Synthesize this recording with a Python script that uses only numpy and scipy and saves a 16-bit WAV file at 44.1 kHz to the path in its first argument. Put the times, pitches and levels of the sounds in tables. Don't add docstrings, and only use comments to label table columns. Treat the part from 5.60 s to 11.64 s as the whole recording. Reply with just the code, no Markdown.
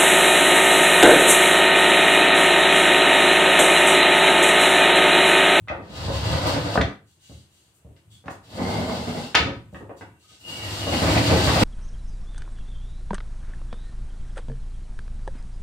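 import sys
import numpy as np
from scipy import signal
from scipy.fft import rfft, irfft, next_fast_len
from scipy.io import wavfile
from scipy.ndimage import uniform_filter1d

SR = 44100
rng = np.random.default_rng(int(sys.argv[2]) if len(sys.argv) > 2 else 0)


def attenuation_scalar(level_db):
    decades = np.asarray(level_db, float) / 20
    return 10 ** decades


def wav_record(signal):
    frames = np.transpose(np.atleast_2d(signal))
    bounded = np.clip(frames, -1, 1)
    quanta = np.round(bounded * 32767).astype(np.int16)
    wavfile.write(sys.argv[1], SR, quanta)


N = 266187

# time_s, speed_db (as scrape level), load_db (on the feet, as shake level)
DRAGS = [
    [(0.22, -64, -55), (0.374, -42, -30.5), (0.486, -41.5, -30.5), (0.56, -36, -26.5), (0.696, -37, -23),
     (0.844, -33, -29), (0.866, -34.5, -22), (1.112, -41, -26.5), (1.15, -33, -33)],
    [(2.84, -59, -66), (2.858, -59.5, -55.5), (2.934, -47, -39.5), (3.026, -42, -23), (3.112, -41.5, -26),
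     (3.194, -41, -28), (3.636, -44, -32), (3.674, -51, -58), (3.72, -52, -49)],
    [(4.79, -75, -74.5), (4.806, -59, -63), (4.892, -45, -41.5), (5.566, -30, -18), (5.618, -34, -33),
     (5.666, -26, -15), (5.714, -31, -19), (5.814, -29.5, -18.5), (6.036, -27.5, -17)],
]
# boom_over_load_db, rattle_over_load_db, dust_db (at speed -35 dB), dust_share (of speed swing)
FOOTING = [
    (-1.5, -4, -45.5, 1),
    (-5.5, -1.5, -43, .9),
    (-1.5, -4, -41, 0.64),
]
# pitch_hz, density_db (per Hz)
FRAME_SPECTRA = [
    [(76, -37.5), (130, 7.5), (211, -11), (294, 0), (381, -16), (533, 0), (801, -4), (907, -2.5),
     (2500, -16.5), (3250, -57), (5500, -120)],
    [(76, -31.5), (130, -0.5), (270, -0.5), (317, -10), (574, -2.5), (801, -2.5), (1950, -19), (2130, -11),
     (2500, -25.5), (3250, -77), (5500, -120)],
    [(76, -41), (130, -2.5), (257, -8.5), (294, -2.5), (421, -22.5), (546, -6.5), (801, -8), (1420, -15),
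     (2500, -14.5), (3250, -32), (5500, -120)],
]
# pitch_hz, level_db, t60_s
BOARD_MODES = [(49.6, -15.5, 0.16), (80, -4.5, 0.15), (90, -2.5, 0.081), (105, 6.5, 0.078),
               (136, -3.5, 0.091), (157.7, -13.5, 0.075)]
# pitch_hz, level_db, t60_s
WOOD_MODES = [(217, 0, .09), (293, 0, .09), (360, 1, .08), (450, 0, .07), (560, 1, .06), (700, 0, .05),
              (800, 1, .05), (1000, 0, .04), (1320, 0, .04), (1550, -2, .03), (1900, -2, .03),
              (2080, 0, .035), (2330, -3, .03), (2600, -1, .03), (2900, -3, .025), (3200, -3, .025),
              (3700, -4, .02), (4330, -6, .015), (5200, -8, .01)]
# pitch_hz, density_db (per Hz)
SCRAPE_SPECTRUM = [(880, 0.5), (1500, -4), (2000, -5), (2250, -10), (2770, 1), (3280, -0.5), (4630, -1),
                   (6050, -13.5), (8550, -14.5), (10500, -21.5), (12800, -20.5), (15200, -26.5),
                   (16000, -24.5)]
# start_s, end_s, pitch_hz, width_hz, level_db
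SQUEAKS = [(0.423, 0.64, 1032, 120, -43), (0.484, 0.54, 3710, 90, -44), (1.098, 1.17, 2725, 97.2, -48),
           (1.6, 1.702, 2870, 119.8, -67), (1.666, 1.784, 2110, 55.6, -75), (2.49, 2.565, 3390, 300, -58),
           (2.926, 3.332, 2116, 69, -47), (4.448, 4.74, 2760, 80, -76.5), (4.603, 4.743, 1255, 69, -65),
           (4.778, 5.153, 2870, 162, -40.5), (4.873, 5.06, 2265, 30, -49), (4.96, 5.2, 1910, 41, -44.5),
           (4.95, 5.3, 4600, 50, -58), (5.13, 5.444, 2880, 103, -37.5)]
# start_s, peak_db, pitch_hz (strongest), hardness_octaves (reached above it), thump_db (floor)
THUDS = [(.101, -15.5, 726, 1.37, -30), (.185, -26.5, 414, 1.5, -46), (.45, -38, 407, 0.62, -24),
         (.3, -32, 249, 1, -50), (.483, -17.5, 497, 1.26, -20), (1.165, -17, 507, 1.1, -30),
         (1.195, -16.5, 301, 1.86, -15), (1.697, -38.5, 347, 1.6, -38), (2.248, -45.5, 463, 0.83, -39),
         (2.29, -44.5, 396, 0.66, -48.5), (2.641, -38, 500, 1.6, -53), (2.659, -30, 300, 5.1, -41),
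         (3.8, -18.5, 300, 1.8, -21.5), (3.86, -17, 325, 4.2, -29.5), (4.129, -32.5, 390, 0.48, -41.5),
         (4.207, -29, 370, 1.9, -49), (4.715, -48.5, 450, 1.2, -64), (5.27, -15.5, 604, 1.4, -25),
         (5.42, -9.5, 528, 4, -32), (5.47, -15, 1000, 1.3, -31.5), (5.715, -6.5, 490, 0.75, -18),
         (5.875, -7, 825, 1.35, -13.5), (5.96, -9.5, 790, 1.3, -18)]
# start_s, peak_db, pitch_hz, hardness_octaves, thump_db
CLACKS = [(.075, -31, 1260, 0.9, -62), (.084, -20, 2420, 0.23, -60), (.87, -22, 9060, .7, -70),
          (1.222, -22.5, 2500, 1.1, -61.5), (2.364, -49.5, 2700, 1.3, -66), (2.686, -26, 860, 1.95, -57.5),
          (2.708, -42, 9360, 0.37, -60.5), (3.746, -6.5, 2260, 0.39, -28.5), (3.757, -4, 2450, 0.53, -40),
          (4.146, -29, 1570, 0.6, -56.5), (4.17, -57, 8000, .4, -70.5), (4.294, -28.5, 870, 0.6, -52),
          (4.41, -27.5, 1000, 1.7, -63)]
# start_s, peak_db, pitch_hz, hardness_octaves, thump_db
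SLAPS = [
    (1.156, -11, 696, 0.82, -25.5),
    (1.176, -8, 600, 1.7, -24),
    (1.212, -11.5, 2866, 0.21, -52.5),
    (1.215, -14.5, 2600, 1.1, -58),
    (2.681, -24.5, 1250, 0.84, -55),
    (3.297, -19.5, 617, 1.2, -48),
    (3.751, -3, 2590, 1.05, -34),
    (3.754, -9, 3525, 0.55, -49),
]
# start_s, length_s, rustle_db, swish_db (fine part)
STROKES = [(1.45, 0.14, -64, -63.5), (1.58, 0.31, -57, -62.5), (1.88, 0.28, -66, -67.5),
           (2.13, 0.079, -82, -63), (2.355, 0.051, -69.5, -81.5), (2.495, 0.11, -60.5, -62.5),
           (2.695, 0.033, -54, -55), (4.11, .12, -66, -65), (4.36, 0.069, -58.5, -60.5),
           (4.585, 0.13, -61.5, -67.5), (4.67, .13, -54, -67)]
# start_s, length_s, level_db
SHIFTS = [(-.04, 0.097, -41), (.07, 0.17, -44), (1.4, 0.11, -53), (1.54, 0.096, -60.5), (1.68, 0.14, -42),
          (2.24, 0.114, -48.5), (2.43, 0.17, -51), (2.64, 0.27, -52.5), (3.9, 0.2, -40.5),
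          (4.11, 0.36, -50.5), (4.38, .17, -48.5), (4.66, .12, -60)]
# pitch_hz, density_db (per Hz)
RUSTLE_SPECTRUM = [(880, -55.5), (1500, -16.5), (1860, -20), (2180, -15.5), (2510, -17.5), (2800, -7.5),
                   (4770, -10), (5160, -15.5), (8720, -11), (9540, -16), (16000, -21)]
# pitch_hz, density_db (per Hz)
AIR_SPECTRUM = [(18, -45.5), (30, -20.5), (98, -2), (252, -20), (345, -12.5), (404, -21), (1190, -25),
                (2350, -29), (2670, -25), (5290, -38.5), (8490, -27), (9430, -31.5), (16000, -38)]
# pitch_hz, t60_s
ROOM_DECAY = [(60, 0.22), (200, 0.38), (600, 0.34), (1500, 0.36), (3500, 0.32), (7000, 0.31), (14000, 0.2)]
# pitch_hz, correlation
LIKENESS = [(60, 1), (150, 0.94), (380, 0.92), (950, 0.33), (2380, -0.031), (5980, 0.1), (15000, -0.38)]
# pitch_hz, left_minus_right_db
LEAN = [(60, 0.5), (180, 0.5), (550, 0.5), (1650, -0.5), (4970, 3), (15000, 3)]
DIFFUSE_EDGES_HZ = 35 * 2 ** np.arange(0, 9, .4)

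AIR_DB = -62.5
SCRAPE_OVER_SPEED_DB = 2.5
SPLIT_HZ = 7000
STROKE_RISE, SHIFT_RISE = 0.23, 0.31
BELOW_DB, BELOW_GAIN_DB = 3, 0.8
MEMORY_DB_PER_S, MARGIN_DB, CUT_SHARE, DEEPEST_DB = 67.5, 13.5, 0.94, 9
CUTOFF_HZ = 15800
LEAD_S = 0.04


def drag_levels():
    rows = []
    for span, (boom, rattle, dust, share) in zip(DRAGS, FOOTING):
        rows.append((span[0][0] - LEAD_S, -90, -90, -90, -90))
        for s, speed, load in span:
            rows.append((s, load + boom, load + rattle, speed + SCRAPE_OVER_SPEED_DB, dust + share * (speed + 35)))
        rows.append((span[-1][0] + LEAD_S, -90, -90, -90, -90))
    times, *columns = np.transpose(rows)
    return [np.interp(np.arange(N) / SR, times, column) for column in columns]


def foot(boom_db, frame_db, scrape_db, dust_db):
    judder = drift(21.0)
    bumps = grains(350, 4.37)
    boom = rms_one(sum(attenuation_scalar(db) * ring(bumps, hz, t60) / np.sqrt(t60) for hz, db, t60 in BOARD_MODES))
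    rungs = rms_one(sum(ring(bumps, hz, 0.13 * t60) / np.sqrt(t60) for hz, db, t60 in WOOD_MODES[1:8]))
    shaken = 0.17 * rungs + rms_one(bumps)
    frame = np.zeros(N)
    for span, spectrum in zip(DRAGS, FRAME_SPECTRA):
        part = slice(int((span[0][0] - LEAD_S) * SR), int((span[-1][0] + LEAD_S) * SR))
        frame[part] = colour(shaken[part], spectrum)
    hiss = two_part(colour(grains(9000, 1.6), SCRAPE_SPECTRUM), scrape_db, dust_db)
    boom_gain = attenuation_scalar(boom_db + 0.65 * judder)
    frame_gain = attenuation_scalar(frame_db + 1.0 * judder + 3.3 * drift(30))
    hiss_gain = attenuation_scalar(2.2 * judder + 0.27 * drift(7.4))
    return boom_gain * boom + frame_gain * frame + hiss_gain * hiss


def squeaks():
    out = np.zeros(N)
    slips = grains(3000, 2.9) * attenuation_scalar(1.0 * drift(30))
    for start, end, hz, width_hz, db in SQUEAKS:
        part = slice(int(start * SR), int(end * SR))
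        t60 = 2.4 / width_hz
        sung = ring(ring(slips[part], hz, t60), hz, t60)
        out[part] += attenuation_scalar(db) * rms_one(sung) * signal.windows.tukey(len(sung), .7)
    return out


def knocks(table, chatter, chatter_s):
    out, push = np.zeros(N + SR), np.zeros(N)
    length = 8192
    t = np.arange(length) / SR
    hz_axis = np.fft.rfftfreq(length, 1 / SR) + 1
    for s, peak_db, pitch, hard, thump_db in table:
        contact = chatter * rng.standard_normal(length) * np.exp(-t / chatter_s)
        contact[0] = 1
        modes = np.zeros(length)
        for hz, db, t60 in WOOD_MODES:
            luck_db = 3 * rng.standard_normal()
            modes += attenuation_scalar(db + luck_db) * ring(contact, hz, t60) * 10 / (t60 * SR)
        octaves = np.log2(hz_axis / pitch)
        below_slope = BELOW_DB + BELOW_GAIN_DB * np.log2(pitch / 1000)
        shape_db = below_slope * np.minimum(octaves, 0) - 6.7 * np.maximum(octaves, 0)
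        shape_db -= 10 * np.log10(1 + 2 ** (5.54 * (octaves - hard)))
        cepstrum = irfft(np.log(attenuation_scalar(shape_db)))
        cepstrum[1:length // 2] *= 2
        response = np.exp(rfft(cepstrum[:length // 2], length))
        body = irfft(rfft(contact + modes) * response)
        start = round(s * SR)
        out[start:start + length] += attenuation_scalar(peak_db + 4.5) * body / np.abs(body).max()
        push[start] = attenuation_scalar(thump_db - 2.5)
    thump = sum(attenuation_scalar(db) * ring(push, hz, .5 * t60) for hz, db, t60 in BOARD_MODES)
    return out[:N] + thump


def hand():
    rustle_db, swish_db = swells(STROKES, STROKE_RISE)
    creak_db, = swells(SHIFTS, SHIFT_RISE)
    creak = rms_one(sum(attenuation_scalar(db) * ring(grains(400, 2.3), hz, t60) for hz, db, t60 in BOARD_MODES))
    brush = two_part(colour(grains(16000, 1.5), RUSTLE_SPECTRUM), rustle_db, swish_db)
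    return attenuation_scalar(0.61 * drift(23)) * brush + attenuation_scalar(creak_db) * creak


def air():
    return attenuation_scalar(AIR_DB) * colour(diffuse(N, decay=0), AIR_SPECTRUM)


def place(x, lag_s, wet_db):
    tail = diffuse(SR, decay=0.94) * (1 - np.exp(-np.arange(SR) / SR / 0.0016))
    echo = attenuation_scalar(wet_db) * tail / np.sqrt(np.mean(np.sum(tail ** 2, axis=1)))
    echo[0, 0] = 1
    echo[1, max(round(lag_s * SR), 0)] = 1
    return signal.fftconvolve(x[None], echo, axes=1)[:, :N] / np.sqrt(1 + attenuation_scalar(2 * wet_db))


def diffuse(length, decay):
    out, t = 0, np.arange(length) / SR
    settle = 4000
    white = rng.standard_normal((2, 2, length + settle))
    for k, (low, high) in enumerate(zip(DIFFUSE_EDGES_HZ, DIFFUSE_EDGES_HZ[1:])):
        band = signal.butter(2, [low, high], "band", fs=SR, output="sos")
        mid, side = signal.sosfilt(band, white[k % 2])[:, settle:]
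        hz = np.sqrt(low * high)
        alike = np.clip(at_hz(LIKENESS, hz), -1, 1)
        fade = attenuation_scalar(-60 * decay * t / at_hz(ROOM_DECAY, hz))
        out = out + fade * (np.sqrt(1 + alike) * mid + np.sqrt(1 - alike) * side * [[1], [-1]])
    return out


def grains(per_s, spread_db):
    sizes = attenuation_scalar(spread_db * np.minimum(rng.exponential(1, N), 3.8)) * rng.choice([-1, 1], N)
    return sizes * (rng.random(N) < per_s / SR)


def ring(clicks, hz, t60):
    r, w = attenuation_scalar(-60 / (t60 * SR)), 2 * np.pi * hz / SR
    return signal.lfilter([0, np.sin(w)], [1, -2 * r * np.cos(w), r * r], clicks + 1e-18)


def drift(rate):
    r = np.exp(-80 * np.pi * rate / SR)
    slow = signal.lfilter([1], [1, -2 * r, r * r], rng.standard_normal(N // 40 + 2002))[2000:]
    return np.interp(np.arange(N) / 40, np.arange(len(slow)), rms_one(slow))


def swells(rows, rise):
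    t, out = np.arange(N) / SR, 1e-5
    for s, length, *db in rows:
        phase = np.interp(t, [s, s + rise * length, s + length], [0, .5, 1])
        out = out + np.outer(attenuation_scalar(np.array(db)), np.sin(np.pi * phase) ** 1.2)
    return 20 * np.log10(out)


def two_part(x, coarse_db, fine_db):
    low = signal.sosfilt(signal.butter(4, SPLIT_HZ, fs=SR, output="sos"), x)
    high = signal.sosfilt(signal.butter(4, SPLIT_HZ, "high", fs=SR, output="sos"), x)
    return attenuation_scalar(coarse_db) * rms_one(low) + attenuation_scalar(fine_db) * rms_one(high)


def colour(x, spectrum):
    length = x.shape[-1]
    size = next_fast_len(length)
    gain = attenuation_scalar(at_hz(spectrum, np.fft.rfftfreq(size, 1 / SR)))
    return rms_one(irfft(rfft(x, size) * gain, size)[..., :length])


def at_hz(points, hz):
    table_hz, values = np.transpose(points)
    return np.interp(np.log(np.maximum(hz, 1)), np.log(np.maximum(table_hz, 1)), values)


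def rms_one(x):
    return x / np.sqrt(np.mean(x ** 2) + 1e-20)


def suppress(x):
    level = 10 * np.log10(uniform_filter1d(np.mean(x ** 2, axis=0), size=1500) + 1e-12)
    fade = MEMORY_DB_PER_S * np.arange(N) / SR
    under = np.maximum.accumulate(level + fade) - fade - level
    cut = np.clip(CUT_SHARE * (under - MARGIN_DB), 0, DEEPEST_DB)
    return x * attenuation_scalar(-uniform_filter1d(cut, size=2000))


def scene():
    levels = drag_levels()
    near = place(attenuation_scalar(-5.0) * foot(*levels), lag_s=.00042, wet_db=6.0)
    far = place(attenuation_scalar(-2.5) * foot(*levels) + squeaks() + hand(), lag_s=0.00013, wet_db=6.5)
    thuds = knocks(THUDS, chatter=0.04, chatter_s=0.021)
    clacks = knocks(CLACKS, chatter=0.36, chatter_s=0.0026)
    blows = place(thuds + clacks, lag_s=.00005, wet_db=6.0)
    slaps = place(knocks(SLAPS, chatter=0.35, chatter_s=0.0026), lag_s=.00003, wet_db=-3)
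    return near + far + blows + slaps + air()


def top_cut(x):
    return signal.sosfilt(signal.butter(12, 16100, fs=SR, output="sos"), x)


def record(dry):
    size = next_fast_len(N)
    hz = np.fft.rfftfreq(size, 1 / SR)
    lean = attenuation_scalar(np.outer([.5, -.5], at_hz(LEAN, hz)))
    leaned = irfft(rfft(dry, size) * lean, size)[:, :N]
    microphones = signal.sosfilt(signal.butter(5, 58, "high", fs=SR, output="sos"), leaned)
    rounded = np.tanh(suppress(microphones) * 0.88) / 0.91
    mix = irfft(rfft(rounded, size) * (hz < CUTOFF_HZ), size)[:, :N]
    return top_cut(mix)


dry = scene()
out = record(dry)
wav_record(out)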